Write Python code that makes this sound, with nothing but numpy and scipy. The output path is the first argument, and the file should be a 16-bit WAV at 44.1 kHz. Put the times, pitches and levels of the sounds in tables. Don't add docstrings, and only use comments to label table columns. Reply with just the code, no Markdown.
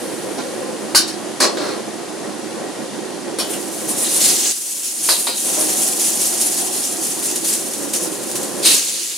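import sys
import numpy as np
from scipy import signal
from scipy.fft import rfft, irfft, next_fast_len
from scipy.io import wavfile
from scipy.ndimage import uniform_filter1d, map_coordinates

SR = 44100
rng = np.random.default_rng(int(sys.argv[2]) if len(sys.argv) > 2 else 0)


def transcribe(signal):
    frames = np.atleast_2d(signal).T
    limited = np.clip(frames, -1, 1)
    pcm = np.round(limited * 32767).astype(np.int16)
    wavfile.write(sys.argv[1], SR, pcm)


N = 404397

# f/Hz, t60/s
ROOM_DECAY = [(200, 1), (2000, 0.26), (10000, 0.12)]
# t/s, level/dB
ROAR_LEVEL = [(0, -26), (1.65, -26.5), (2.1, -27), (3.3, -27), (4.3, -27), (4.505, -32.5), (4.535, -44.5),
              (4.9, -40.5), (5.08, -34.5), (5.4, -35), (5.53, -26.5), (5.85, -29), (7.3, -29), (8.7, -26.5),
              (8.82, -34), (9.17, -46)]
# f/Hz, relative level/dB
HOOD_SPECTRUM = [(1060, -11.5), (1800, 0.5), (2770, 1), (3640, 1), (4530, 1), (8830, 0), (9950, 1.5),
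                 (14200, -23.5), (15600, -61), (16000, -75)]
FLAME_SPECTRUM = [(40, -58), (60, -60), (115, -16.5), (210, -6.5), (255, -7), (336, -0.5), (421, -4.5),
                  (536, -14.5), (660, -10), (1110, -15), (1710, -18.5), (2100, -27.5), (3200, -54),
                  (5500, -90)]
# f/Hz, width/Hz, relative level/dB
HOLLOW_MODES = [(212, 22, -1.5), (332, 55.6, 1), (390, 66, -6), (541.5, 36, -7), (606, 53, -11),
                (744, 72, -17), (1047, 31, -14.5), (1886, 27, -14.5)]
# f/Hz, width/Hz
FLAME_RESONANCES = [(510, 135), (725, 207)]
# t/s, lower note/dB, upper note/dB
FLAME_NOTE_LEVELS = [(0, -8, -27), (.65, -6.5, -19), (1, -14.5, -13), (3, -10, -16), (5.6, -13.5, -13),
                     (6.7, -15, -8), (7.2, -16, -17), (8, -9, -24), (9.17, -9.5, -20)]

# t/s, hold/s, f/Hz, level/dB
LADLE_SCRAPES = [(3.524, 0.04, 2880, -36.5), (5.145, 0.011, 3900, -27)]
# t/s, level/dB, dullness/(dB per octave)
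WOK_LANDINGS = [(1.403, -22.5, 1), (1.572, -36, 5), (5.572, -29, 11)]
# t/s, chatter/s, spot (0 outside the wok, 1 inside),
# wok modes/dB, sheet/dB, rim/dB, iron ring/dB, ladle edge/dB, ladle modes/dB, clack/dB
METAL_BLOWS = [(.38, 0.013, 0, -48, -45, -39, -28, -52, -55, -45),
               (.948, 0.0083, 0, -22, -15, -40, -42, -19, -34, -14.5),
               (.956, 0.026, 0, -14, -16, -27, -42, -15.5, -36, -29),
               (1.078, 0.014, 0, -37, -31, -44, -43, -34.5, -50, -55),
               (1.402, 0.031, 0, -25, -16.5, -40, -23, -22.5, -45, -18),
               (1.426, 0.0042, 0, -36, -20, -38, -21, -30, -50, -25),
               (1.444, 0.005, 0, -34, -24, -36, -25, -31, -50, -17),
               (1.571, 0.0045, .8, -37, -35, -33, -27, -50, -62, -27),
               (1.6, 0.13, 0.82, -44, -37.5, -37, -27, -47, -62, -45),
               (3.386, 0.0074, 0, -48, -30, -33, -28, -24, -32, -28),
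               (3.397, 0.0079, 0, -44, -34, -39, -38, -28, -25, -40),
               (4.04, 0.043, 1, -46, -46, -30, -45, -42, -43, -55),
               (5.088, 0.027, 0.79, -22.5, -21.5, -22.5, -28.5, -20, -43, -16.5),
               (5.269, 0.013, 1, -34, -39, -24, -30.5, -30, -57, -20.5),
               (5.568, 0.011, 1, -56, -54, -50, -31, -44, -58, -33),
               (8.651, 0.017, 1, -30, -41, -19, -32, -18, -38, -45)]
# f/Hz, level struck outside/dB, level struck inside/dB, t60/s
WOK_MODES = [(1156, -12, -5, .11), (1495, -3, -12, .08), (1560, -4, -10, .12), (2730, -15, -7, .35),
             (3030, -7, -10, .27), (3860, -5, 2, .26), (4067, -4, -8, .22), (4280, -3, 0, .2),
             (4360, 3, -1, .17), (4662, 1, -2, .25), (4807, -9, -2, .19), (4928, -1, -6, .24),
             (5100, -6, 2, .17), (5416, 1, -7, .22), (5474, -1, -12, .2), (5819, -6, -14, .26),
             (6654, -5, -16, .17), (7402, -4, -14, .18), (7780, -3, -14, .22), (9794, -3, -10, .14),
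             (10070, -2, -10, .14)]
# f/Hz, relative level/dB, t60/s
LADLE_MODES = [(2449, -1, .2), (3026, -1.5, .38), (3263, -5, .5), (3467, -6, .35), (4128, -2, .15),
               (4237, 1, .15), (4555, 2.5, .18), (5445, 2, .13), (5809, -7, .25)]
LANDING_MODES = [(275, -1, .13), (347, -2, .4), (613, 2, .22), (1115, -9, .26), (1261, -6, .15),
                 (1926, -8, .18), (2390, -7, .16), (3441, -12, .28), (4186, 1, .21), (4290, -1, .17),
                 (4985, 2.5, .2), (6632, -7, .12)]
# f/Hz, relative level/dB
SHEET_SPECTRUM = [(100, -70), (400, -48), (900, -12), (1500, -5), (2200, -12), (3600, -7), (4250, 5.5),
                  (5500, 1.5), (6200, -3), (8500, -4.5), (10000, -25), (15000, -36)]
RIM_SPECTRUM = [(100, -59), (3000, -11), (3500, -11), (3800, 0.5), (4400, -6), (5000, -5.5), (5600, -28),
                (9000, -44)]
IRON_SPECTRUM = [(30, -70), (70, -48), (130, -36), (240, 4), (480, 7), (620, 7), (760, 2.5), (1020, 3.5),
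                 (1600, -3.5), (2500, -9), (4000, -22), (5500, -8), (12000, -40)]
EDGE_SPECTRUM = [(2000, -44), (6000, -7), (8500, -1), (9900, 8), (11200, -2.5), (15500, -16)]
CLACK_SPECTRUM = [(30, -70), (100, -45), (400, -8), (1000, 2), (1550, 0), (2100, -2), (3000, -21),
                  (6000, -12), (14000, -25)]

# t/s, level/dB
SIMMER_LEVEL = [(3.4, -35), (3.55, -36), (3.85, -31.5), (4.05, -24.5), (4.35, -21.5), (4.55, -28),
                (5.0, -25), (5.33, -30), (5.55, -23), (6.35, -24), (6.9, -27.5), (7.35, -28.5),
                (7.6, -27.5), (7.8, -31), (8.6, -32.5), (8.85, -25), (9.17, -31.5)]
# t/s, hold/s, sizzle/dB, steam/dB
SIZZLE_SURGES = [(3.488, 0.013, -26, -44), (3.873, .01, -23, -39), (3.967, 0.059, -21.5, -42),
                 (4.118, 0.049, -19.5, -43), (4.2, 0.047, -18, -30), (4.817, 0.04, -42, -29.5),
                 (5.02, 0.024, -24, -28), (5.06, 0.056, -19.5, -40), (5.166, 0.071, -23, -45),
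                 (5.361, 0.021, -21.5, -31), (5.433, 0.03, -22, -28), (5.582, .01, -20.5, -40),
                 (5.68, 0.045, -23.5, -28), (5.76, 0.093, -20, -30), (5.987, 0.07, -23, -25),
                 (6.185, 0.058, -20, -24.5), (6.394, 0.055, -21, -36), (6.486, 0.095, -25, -28),
                 (6.722, 0.047, -25, -33), (6.812, .01, -22, -24.5), (7.01, 0.052, -25.5, -30),
                 (7.213, 0.02, -23, -42), (7.27, .005, -40, -25), (7.431, 0.088, -22.5, -25.5),
                 (7.932, .005, -21, -24), (7.995, 0.025, -27, -31), (8.34, 0.016, -30, -32)]
# t/s, attack/s, hold/s, t60/s, sizzle/dB, steam/dB, splutter/dB
OIL_FLARES = [(4.17, 0.063, 0.062, 0.62, -21, -20, -23.5), (4.304, 0.19, 0.027, 0.026, -35, -18.5, -37),
              (8.612, 0.046, 0.069, 0.28, -17, -28, -16), (8.69, 0.065, 0.011, 0.27, -21, -17.5, -36),
              (8.755, 0.041, .05, 4.6, -38, -28.5, -28.5)]
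# t/s, snap peak/dB, spray/dB
FAT_SPITS = [(3.536, -13, -27), (3.893, -24, -28), (4.146, -6, -30), (4.289, -5, -23), (4.477, -7, -24),
             (4.511, -1, -22), (5.054, -7, -30), (5.610, -4, -22), (6.073, -5, -27), (6.088, -5, -32),
             (6.104, -5, -32), (6.188, -14, -27), (6.401, -16, -23), (6.786, -8, -33), (7.068, -5, -30),
             (7.259, -4, -26), (7.314, -5, -28), (7.358, -9, -18), (7.363, -7, -30), (7.454, -4, -26),
             (7.506, -6, -28), (7.528, -7, -28), (7.735, -16, -25), (7.934, -6, -19), (7.937, -2, -17.5),
             (8.154, -18, -32), (8.237, -13, -37), (8.315, -4, -26), (8.355, -9, -20.5), (8.431, -9, -22.5)]
# f/Hz, relative level/dB
SIZZLE_SPECTRUM = [(100, -75), (1200, -28), (2300, -20), (2800, -16.5), (5000, -14.5), (8000, -6),
                   (9000, -0.5), (9800, 1), (10500, -3), (11500, -7), (14400, -16.5), (15800, -29)]
STEAM_SPECTRUM = [(100, -57), (1200, -21.5), (2300, -16.5), (2750, -12), (3800, -10.5), (4800, -6.5),
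                  (5600, -3), (7300, 0.5), (8300, -2.5), (9500, -27), (15000, -18.5)]
SPLUTTER_SPECTRUM = [(100, -75), (700, -37), (1500, -11.5), (2600, 0), (3300, 0), (3900, 4.5), (4800, 4.5),
                     (5600, -1.5), (7200, 2), (9000, -11), (15000, -26)]
SNAP_SPECTRUM = [(100, -45), (1200, -12), (3000, -6), (6000, -3), (10000, 0), (13000, -4), (15800, -12)]

# f/Hz, gain/dB
EARLY_COPY_GAIN = [(40, -6), (110, -1), (400, -3.5), (1000, -7), (3000, -7), (9000, -9), (15000, -24)]
LATE_COPY_GAIN = [(800, -40), (2500, -21), (6000, -14), (10000, -7), (15000, -2.5)]


def amp(db):
    return 10 ** (np.asarray(db) / 20)


def unit(x):
    return x / np.sqrt(np.mean(x ** 2) + 1e-20)


def along(points, hz):
    f, values = np.transpose(points)
    return np.interp(np.log(hz + 1), np.log(f + 1), values)


def curves(rows):
    times, *columns = np.transpose(rows)
    return [np.interp(np.arange(N) / SR, times, column) for column in columns]


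def wobble(rate):
    knots = rng.standard_normal(int(N * rate / SR) + 4)
    return map_coordinates(knots, [np.arange(N) * rate / SR])


def swell(start, attack, hold, t60):
    t = np.arange(N) / SR - start
    rise = np.sin(np.pi / 2 * np.clip(t / attack, 0, 1)) ** 2
    return rise * amp(-60 * np.clip((t - attack - hold) / t60, 0, 2))


def filtered(x, response):
    size = next_fast_len(len(x) + SR // 4)
    return irfft(rfft(x, size) * response(np.fft.rfftfreq(size, 1 / SR)), size)[:len(x)]


def coloured(x, spectrum):
    return unit(filtered(x, lambda hz: amp(along(spectrum, hz))))


def resonances(modes, f):
    return sum((-1) ** k * amp(db) * 1j * f * width / (hz * hz - f * f + 1j * f * width)
               for k, (hz, width, db) in enumerate(modes))


def narrow_band(x, hz, width_hz):
    return unit(filtered(x, lambda f: resonances([(hz, width_hz, 0)], f) ** 2))


def grains(size, rate, spread_db):
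    fires = rng.random(size) < rate / SR
    strength = amp(spread_db * np.minimum(rng.exponential(size=size), 6))
    sign = np.sign(rng.standard_normal(size))
    return unit(fires * sign * strength)


def add(track, start, sound):
    part = track[max(round(start * SR), 0):][:len(sound)]
    part += sound[:len(part)]


def kitchen_reverb(x):
    hz, t, spectra = signal.stft(rng.standard_normal(SR // 2), SR, nperseg=256)
    decay = amp(-60 * t / along(ROOM_DECAY, hz)[:, None])
    tail = signal.istft(spectra * decay, SR, nperseg=256)[1]
    delayed_tail = np.pad(tail, (SR // 150, 0)) / np.linalg.norm(tail)
    return signal.fftconvolve(x, delayed_tail)[:N]


def hood(hiss_db=-9.0, diffuse_db=-9):
    roar_db, = curves(ROAR_LEVEL)
    mid, side = (coloured(rng.standard_normal(N), HOOD_SPECTRUM) for _ in range(2))
    return amp(roar_db + hiss_db) * (mid + amp(diffuse_db) * np.array([side, -side]))


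def burner(hum_db=-6, flame_db=-5.0, flutter_db=1):
    roar_db, = curves(ROAR_LEVEL)
    flame = coloured(rng.standard_normal(N), FLAME_SPECTRUM)
    hollow = lambda f: resonances(HOLLOW_MODES, f) * f ** 2 / (f ** 2 + 150 ** 2)
    hum = unit(filtered(rng.standard_normal(N), hollow))
    song = sum(amp(note_db) * narrow_band(rng.standard_normal(N), hz, width)
               for (hz, width), note_db in zip(FLAME_RESONANCES, curves(FLAME_NOTE_LEVELS)))
    return amp(roar_db + flutter_db * wobble(18)) * (amp(flame_db) * flame + amp(hum_db) * hum + song)


def ladle_scrapes(width_hz=1400, attack=.008, t60=0.089):
    track = np.zeros(N)
    for start, hold, hz, db in LADLE_SCRAPES:
        slips = grains(N, rate=2300, spread_db=1.5)
        track += amp(db) * swell(start, attack, hold, t60) * narrow_band(slips, hz, width_hz)
    return track


def ringing(modes, pressure, t, scatter_db=1.5, contact_blur=.02):
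    sound = np.zeros(len(t))
    for hz, db, t60 in modes:
        energy = np.abs(signal.fftconvolve(pressure ** 2, amp(-120 * t / t60))[:len(t)])
        wander = contact_blur * np.cumsum(pressure * rng.standard_normal(len(t)))
        envelope = amp(db + rng.normal(0, scatter_db)) * np.sqrt(energy / energy.max())
        sound += envelope * np.sin(2 * np.pi * (hz * t + rng.random()) + wander)
    return sound


def wok_landings(chatter_t60=0.18, hollow_hz=620):
    track, t = np.zeros(N), np.arange(SR // 2) / SR
    pressure = amp(-60 * t / chatter_t60)
    for start, db, dull_db in WOK_LANDINGS:
        modes = [(hz, mode_db - dull_db * abs(np.log2(hz / hollow_hz)), t60)
                 for hz, mode_db, t60 in LANDING_MODES]
        add(track, start, amp(db) * ringing(modes, pressure, t))
    return track


def metal_blows(stop_t60=0.053, first_touch=12):
    track, t = np.zeros(N), np.arange(SR // 2) / SR
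    for start, chatter, spot, *levels_db in METAL_BLOWS:
        modes_db, sheet_db, rim_db, iron_db, edge_db, ladle_db, clack_db = levels_db
        pressure = amp(-6 * t / chatter - 60 * np.maximum(t - chatter, 0) / stop_t60)
        contacts = grains(len(t), rate=1200, spread_db=2.5) * pressure
        contacts[0] = pressure[0] = first_touch
        unit_onset = lambda sound: sound / np.std(sound[:int((chatter + .02) * SR)])
        clear = lambda modes: unit_onset(ringing(modes, pressure, t))
        body = lambda spectrum, t60: coloured(rng.standard_normal(len(t)), spectrum) * amp(-60 * t / t60)

        def crowded(spectrum, t60):
            return unit_onset(signal.fftconvolve(contacts, body(spectrum, t60))[:len(t)])

        struck = [(hz, np.interp(spot, [0, 1], [outside_db, inside_db]), t60)
                  for hz, outside_db, inside_db, t60 in WOK_MODES]
        wok = amp(modes_db) * clear(struck) + amp(sheet_db) * crowded(SHEET_SPECTRUM, t60=0.23)
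        rim = amp(rim_db) * crowded(RIM_SPECTRUM, t60=0.45)
        iron = amp(iron_db) * crowded(IRON_SPECTRUM, t60=0.31)
        ladle = amp(edge_db) * crowded(EDGE_SPECTRUM, t60=0.14) + amp(ladle_db) * clear(LADLE_MODES)
        clack = amp(clack_db) * body(CLACK_SPECTRUM, t60=.075)
        add(track, start, wok + rim + iron + ladle + clack)
    return track


def fat_spits(spray_t60=0.11, steam_db=-7, splutter_db=-17):
    track, t = np.zeros(N), np.arange(SR // 3) / SR
    snap = coloured(signal.unit_impulse(len(t), 20), SNAP_SPECTRUM)
    snap /= np.abs(snap).max()
    for start, snap_db, spray_db in FAT_SPITS:
        droplets = grains(len(t), rate=9000, spread_db=0.8)
        spray = unit(coloured(droplets, SIZZLE_SPECTRUM)
                     + amp(steam_db) * coloured(droplets, STEAM_SPECTRUM)
                     + amp(splutter_db) * coloured(droplets, SPLUTTER_SPECTRUM))
        add(track, start, amp(snap_db) * snap + amp(spray_db - 60 * t / spray_t60) * spray)
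    return track


def clumped(x, depth_db=1.34):
    spectra = signal.stft(x, nperseg=256)[2]
    across_bands = uniform_filter1d(rng.standard_normal(spectra.shape), size=5, axis=0)
    clumps = unit(uniform_filter1d(across_bands, size=8, axis=1))
    return unit(signal.istft(spectra * amp(depth_db * clumps), nperseg=256)[1][:len(x)])


def frying_envelopes(steam_db=-3, splutter_db=-16, seethe_db=0.5, full_roar_db=-27):
    simmer_db, = curves(SIMMER_LEVEL)
    roar_db, = curves(ROAR_LEVEL)
    food_in = np.arange(N) / SR > SIMMER_LEVEL[0][0]
    simmer = amp(simmer_db + seethe_db * wobble(18)) * food_in
    powers = lambda envelope, levels_db: np.outer(amp(levels_db), envelope) ** 2
    power = powers(simmer, [0, steam_db, splutter_db])
    power[2] *= amp(roar_db - full_roar_db) ** 2
    for start, hold, *levels_db in SIZZLE_SURGES:
        power[:2] += powers(swell(start, attack=0.02, hold=hold, t60=0.34), levels_db)
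    for start, attack, hold, t60, *levels_db in OIL_FLARES:
        power += powers(swell(start, attack, hold, t60), levels_db)
    return np.sqrt(power)


def frying(flicker_db=1.0, crackle_rise_db_per_s=2.4, fizz_db=-36.5, fizz_fall_db_per_s=16):
    t = np.arange(N) / SR
    envelopes = frying_envelopes()
    sizzle = coloured(grains(N, rate=9000, spread_db=0.0), SIZZLE_SPECTRUM)
    cooking_s = t - SIMMER_LEVEL[0][0]
    crackle_db = np.minimum(-16 + crackle_rise_db_per_s * cooking_s, -8.5)
    crackle = amp(crackle_db) * coloured(grains(N, rate=140, spread_db=1.1), SIZZLE_SPECTRUM)
    steam = coloured(grains(N, rate=9000, spread_db=1.5), STEAM_SPECTRUM)
    splutter = coloured(grains(N, rate=3000, spread_db=1.0), SPLUTTER_SPECTRUM)
    food = (envelopes * [clumped(sizzle + crackle), clumped(steam), clumped(splutter)]).sum(axis=0)
    fizz = amp(fizz_db - fizz_fall_db_per_s * t) * sizzle
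    return food * amp(flicker_db * wobble(60)) + fizz


def scene(metal_room_db=-12, oil_room_db=-9):
    metal = metal_blows() + wok_landings() + ladle_scrapes()
    oil = frying() + fat_spits()
    background = burner() + hood()
    into_room = amp(metal_room_db) * metal + amp(oil_room_db) * oil
    room = np.array([kitchen_reverb(into_room), kitchen_reverb(into_room)])
    return room + background + metal + oil


def record(dry, low_cut_hz=75, top_hz=15800, early_s=.001621, late_s=.00403):
    delayed = lambda hz, gain, delay: amp(along(gain, hz)) * np.exp(-2j * np.pi * hz * delay)
    copies = lambda hz: delayed(hz, EARLY_COPY_GAIN, early_s) - delayed(hz, LATE_COPY_GAIN, late_s)
    side = filtered(dry.mean(axis=0), copies)
    wide = dry + np.array([side, -side])
    rounded = wide / (1 + wide ** 6) ** (1 / 6)
    passband = lambda hz: (hz < top_hz) * hz ** 2 / np.hypot(hz ** 2, low_cut_hz ** 2)
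    return np.array([filtered(channel, passband) for channel in rounded])


dry = scene()
out = record(dry)
transcribe(out)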